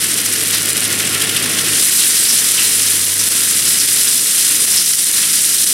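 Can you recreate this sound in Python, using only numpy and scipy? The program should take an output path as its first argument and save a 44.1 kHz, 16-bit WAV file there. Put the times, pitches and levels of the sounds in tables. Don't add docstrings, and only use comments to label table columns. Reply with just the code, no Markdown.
import sys
import numpy as np
from scipy import signal
from scipy.fft import rfft, irfft
from scipy.io import wavfile
from scipy.ndimage import uniform_filter1d, minimum_filter1d

SR = 44100
rng = np.random.default_rng(int(sys.argv[2]) if len(sys.argv) > 2 else 0)


def transcribe(signal):
    frames = np.atleast_2d(signal).T
    limited = np.clip(frames, -1, 1)
    pcm = np.round(limited * 32767).astype(np.int16)
    wavfile.write(sys.argv[1], SR, pcm)


N = 252693
TIME = np.arange(N) / SR

# frequency_hz, gain_db
SPLINTER_SPECTRUM = [(1500, -42.5), (3000, -14.5), (5000, -9.5), (9500, 3), (13000, -4), (15800, -19.5)]


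def mulcher(turns):
    # time_s, leaf_level_db, stem_level_db
    cut_levels = [(0.0, -17.0, -29), (0.55, -18, -28.5), (0.95, -19, -27.0), (1.4, -19.5, -26.5),
                  (1.72, -16.5, -27.0), (1.85, -9, -27), (2.15, -12.5, -29), (2.6, -13, -28.5),
                  (2.92, -13.5, -29.5), (3.1, -15.5, -31.5), (3.45, -13.5, -29.0), (4.05, -12.5, -30.0),
                  (4.24, -14.5, -34), (4.4, -12.5, -29.5), (4.75, -12, -29.5), (4.97, -14.0, -34.5),
                  (5.2, -13.5, -29.5), (5.73, -12.5, -33.0)]
    leaf_db, stem_db = curves(cut_levels)
    filling_s, full_s = 1.35, 1.9
    emptiness = np.clip((full_s - TIME) / (full_s - filling_s), 0, 1)
    swish_db = 8.5 * emptiness * bump(turns, centre=1.13, width=0.11, period=2)
    throb_db = 2 * emptiness * np.cos(2 * np.pi * (turns - 0.68))
    crackle_db = -10 + 2 * emptiness
    surge = undb(swish_db + throb_db) * bites(per_second=110, decay_s=0.0064, depth=1.63)
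    leaves = undb(leaf_db + 0.18) * shredded_leaves(surge)
    stems = undb(stem_db + 5.5) * crunched_stems(surge)
    splinters = unit(colour(snaps(per_second=600, spread_db=1.55), SPLINTER_SPECTRUM))
    crackle = undb(leaf_db + crackle_db) * splinters
    return leaves + stems + crackle + flail_tick(turns) + undb(5) * hood_knocks()


def shredded_leaves(surge):
    # frequency_hz, gain_db
    leaf_spectrum = [(1500, -32.5), (3000, -11), (4200, -5), (4650, -8), (5100, -3), (5350, -6), (5650, -3),
                     (6200, -4.5), (6900, -6), (7800, -2.5), (9300, 1), (10500, -2), (12300, -7),
                     (15800, -20)]
    hiss = 0
    for band_hz in [(1500, 6800), (6800, 10500), (10500, 17000)]:
        fibres = snaps(per_second=19000, spread_db=3)
        envelope = steady(surge * bites(per_second=200, decay_s=0.0035, depth=1.3))
        band = signal.butter(4, band_hz, "band", fs=SR, output="sos")
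        hiss += signal.sosfilt(band, fibres * envelope)
    return unit(colour(hiss, leaf_spectrum))


def crunched_stems(surge):
    # frequency_hz, gain_db
    stem_spectrum = [(500, -26), (850, -16.5), (1100, -9), (1400, -4), (1950, 1), (2400, -1), (3000, 1),
                     (4000, -4), (5500, -4), (9000, -23)]
    splits = snaps(per_second=8000, spread_db=1.5)
    envelope = steady(surge ** 0.31 * bites(per_second=190, decay_s=0.0039, depth=1))
    return unit(colour(splits * envelope, stem_spectrum))


def flail_tick(turns):
    peak_s, rise_db_per_s, fall_db_per_s = 0.65, 19, 26
    strike_turns, decay_turns = 0.85, 0.041
    age = TIME - peak_s
    level_db = -3 + np.minimum(rise_db_per_s * age, -fall_db_per_s * age)
    since_strike = (turns - strike_turns) % 1
    tick = unit(noise(SPLINTER_SPECTRUM)) * np.exp(-since_strike / decay_turns)
    return undb(level_db + walk(26.6)) * tick


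def hood_knocks():
    # time_s, relative_peak_db
    slaps = [(0.5057, -16), (0.7791, -22), (0.853, -13), (1.1478, -10), (1.2171, -12), (1.2965, -9),
             (1.3667, -10), (1.4414, -18), (1.5918, -13), (1.6611, -15), (1.7345, -13)]
    hood_hz, width_s = 3160, 0.0033
    hood = signal.iirpeak(hood_hz, Q=3.3, fs=SR)
    impacts = snaps(per_second=8400, spread_db=0)
    ring = unit(signal.lfilter(*hood, signal.lfilter(*hood, impacts)))
    spray = undb(-1.5) * unit(noise(SPLINTER_SPECTRUM))
    sound = 0
    for time_s, peak_db in slaps:
        knock = (ring + spray) * np.exp(-0.5 * ((TIME - time_s) / width_s) ** 2)
        sound += undb(peak_db) * knock / np.abs(knock).max()
    return sound


def canes():
    # start_s, pitch_hz, bandwidth_hz, decay_s, level_db
    rasps = [(0.53, 4280, 2500, 0.056, -16), (1.825, 9000, 500, 0.067, -25), (1.862, 2020, 200, 0.028, -16),
             (1.999, 3470, 1400, 0.073, -17), (2.249, 4260, 400, 0.013, -15),
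             (2.286, 5600, 600, 0.041, -12.5), (2.329, 380, 400, 0.0073, -26),
             (2.576, 2810, 450, 0.036, -13.5), (2.59, 1950, 300, 0.03, -27), (2.631, 8000, 7000, .025, -8),
             (2.639, 4480, 1500, 0.026, -14), (3.192, 5900, 900, 0.03, -17), (3.67, 5430, 600, .05, -18.5),
             (3.788, 5540, 600, 0.041, -16), (4.705, 5400, 1200, 0.07, -19), (4.772, 5300, 500, 0.03, -9.5),
             (5.234, 2970, 900, 0.016, -17.5)]
    # start_s, peak_db
    cracks = [(1.974, 3.5), (2.487, -3), (3.053, 4), (3.14, 2.5), (3.181, 0.5), (3.287, 5), (3.438, 0.5),
              (3.603, 0.5), (3.86, 4.5), (4.244, 0), (4.582, 1), (4.656, 3), (4.825, 2), (4.955, 4),
              (5.044, 3), (5.114, 4), (5.261, -3), (5.567, 1.5)]
    crack_decay_s = 0.0017
    sound = sum(rasp(*row) for row in rasps)
    splinter = noise(SPLINTER_SPECTRUM)
    for start_s, peak_db in cracks:
        age = TIME - start_s
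        burst = splinter * (age >= 0) * np.exp(-np.abs(age) / crack_decay_s)
        sound += undb(peak_db) * burst / np.abs(burst).max()
    return sound


def rasp(start_s, pitch_hz, bandwidth_hz, decay_s, level_db):
    age, rise_s = TIME[:SR // 4], 0.00026
    stalk = signal.iirpeak(pitch_hz, pitch_hz / bandwidth_hz, fs=SR)
    ring = unit(signal.lfilter(*stalk, rng.standard_normal(len(age))))
    envelope = np.exp(-age / decay_s) * (1 - np.exp(-age / rise_s))
    return np.pad(undb(level_db) * ring * envelope, (int(start_s * SR), N))[:N]


def tractor(turns):
    # time_s, rumble_level_db, hum_level_db
    heard_levels = [(0.0, -34.5, -40), (1.1, -29.5, -36.5), (1.7, -30.0, -38), (1.92, -34.5, -44),
                    (2.25, -36.5, -47), (2.45, -35.5, -45), (3.2, -36, -37), (3.35, -36, -43),
                    (3.7, -35, -42), (4.42, -39.5, -53), (4.6, -35, -43.5), (4.9, -41.5, -52),
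                    (5.2, -39, -49.5), (5.73, -38, -50)]
    # frequency_hz, gain_db
    rumble_spectrum = [(18, -42), (30, -17), (65, -13), (85, -6), (102, -6), (128, -7), (152, -2.5),
                       (310, -2.5), (394, -6.5), (442, -3), (532, -10), (717, -13), (900, -20.5),
                       (1170, -42), (1980, -120)]
    # crank_order, relative_level_db
    exhaust_orders = [(2, -22), (5, -11.5), (9, -19), (9.5, -6), (10, -8), (11, -8), (11.5, -6.5), (12, -6),
                      (12.5, -3), (13, -10), (14, -4)]
    # crank_order, relative_level_db
    whine_orders = [(17, -9.5), (19.5, -16), (22, -21), (42, -9.5), (52, -8), (55, -6)]
    # crank_order, relative_level_db
    drone_orders = [(6, 2), (7, -11), (8, 2.5), (28, -4)]
    rumble_db, hum_db = curves(heard_levels)
    firings = 2 * turns
    puff_db = 2.3 * bump(firings, centre=0, width=0.32, period=1)
    puffs = colour(undb(puff_db) * rng.standard_normal(N), rumble_spectrum)
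    silencer = signal.butter(2, 125, "high", fs=SR, output="sos")
    rumble = undb(-0.25) * unit(signal.sosfilt(silencer, puffs))
    exhaust = undb(-6.5) * shaft_tones(turns, exhaust_orders, waver_db=1.5, wander_rad=0.21)
    whine = undb(-8) * shaft_tones(turns, whine_orders, waver_db=3, wander_rad=0.56)
    drone = undb(-44.5) * shaft_tones(turns, drone_orders, waver_db=3.5, wander_rad=0.26)
    hum = undb(hum_db) * unit(np.sin(2 * np.pi * 2 * firings))
    return undb(rumble_db) * (rumble + exhaust + whine) + drone + hum


def shaft_tones(turns, orders, waver_db, wander_rad):
    tones = 0
    for order, level_db in orders:
        gain = undb(level_db + waver_db * walk(9))
        phase = 2 * np.pi * (order * turns + rng.random())
        tones += gain * np.sin(phase + wander_rad * walk(13))
    return unit(tones)


def field(direct):
    # frequency_hz, side_minus_mid_db
    side_spectrum = [(60, -39), (250, -36), (1000, -20.5), (2000, -17), (4500, -22), (8000, -13.5),
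                     (12000, -58)]
    age, decay_s = TIME[:SR // 10], 0.0067
    echoes = rng.standard_normal(len(age)) * np.exp(-age / decay_s)
    scattered = signal.fftconvolve(direct, echoes / np.linalg.norm(echoes))[:N]
    side = colour(scattered, side_spectrum)
    air = undb(-64) * unit(noise([(15, -6), (40, -10), (75, 0), (200, -6), (2000, -41)]))
    return direct + air + side * np.array([[1], [-1]])


def snaps(per_second, spread_db):
    happens = rng.random(N) < per_second / SR
    size = undb(spread_db * np.minimum(rng.exponential(size=N), 5))
    return unit(happens * size * rng.choice([-1, 1], N))


def bites(per_second, decay_s, depth):
    starts = (rng.random(N) < per_second / SR) * rng.uniform(0.12, 1, N)
    power = signal.lfilter([1], [1, -np.exp(-1 / (decay_s * SR))], starts)
    return np.sqrt(1 + depth * power)


def steady(surge):
    return surge / np.sqrt(uniform_filter1d(surge ** 2, SR // 7))


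def colour(x, spectrum):
    hz, db = np.transpose(spectrum)
    grid_hz = np.fft.rfftfreq(4096, 1 / SR)
    gain = undb(np.interp(np.log(grid_hz + 1), np.log(hz), db))
    cepstrum = irfft(np.log(gain))
    causal_fold = 1 + np.sign(np.fft.fftfreq(len(cepstrum)))
    impulse_response = irfft(np.exp(rfft(cepstrum * causal_fold)))
    return signal.fftconvolve(x, impulse_response)[:N]


def noise(spectrum):
    return colour(rng.standard_normal(N), spectrum)


def walk(rate_hz):
    hold = max(int(SR / rate_hz), 1)
    steps = rng.standard_normal(N)[np.arange(N) // hold]
    return unit(uniform_filter1d(steps, hold))


def bump(phase, centre, width, period):
    offset = (phase - centre + period / 2) % period - period / 2
    return np.exp(-0.5 * (offset / width) ** 2)


def curves(table):
    time_s, *columns = np.transpose(table)
    return [np.interp(TIME, time_s, column) for column in columns]


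def undb(db):
    return 10 ** (np.asarray(db) / 20)


def unit(x):
    return x / np.sqrt(np.mean(x ** 2))


def limiter(x, ceiling_db, release_db_per_s):
    window = SR // 300
    level_db = 20 * np.log10(np.abs(x).max(axis=0) + 1e-9)
    excess_db = np.maximum(level_db - ceiling_db, 0)
    held_db = -minimum_filter1d(-excess_db, window)
    recovery_db = release_db_per_s * TIME
    cut_db = np.maximum.accumulate(held_db + recovery_db) - recovery_db
    return x * undb(-uniform_filter1d(cut_db, window))


def scene():
    # time_s, crank_speed_hz
    crank_speed = [(0.0, 26.1), (0.8, 25.99), (1.6, 25.9), (1.9, 25.7), (2.2, 25.19), (2.5, 24.33),
                   (2.8, 24.14), (3.1, 24.17), (3.4, 24.96), (3.7, 25.19), (4.1, 25.27), (4.6, 25.11),
                   (5.1, 25.33), (5.73, 25.44)]
    rotor_ratio = 1.0416
    crank_turns = np.cumsum(curves(crank_speed)[0]) / SR
    return field(tractor(crank_turns) + mulcher(rotor_ratio * crank_turns) + canes())


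def record(dry):
    limited = limiter(dry, ceiling_db=-1.24, release_db_per_s=262)
    cutoff_hz = 15850
    return signal.sosfilt(signal.ellip(14, 0.1, 100, cutoff_hz, fs=SR, output="sos"), limited)


dry = scene()
out = record(dry)
transcribe(out)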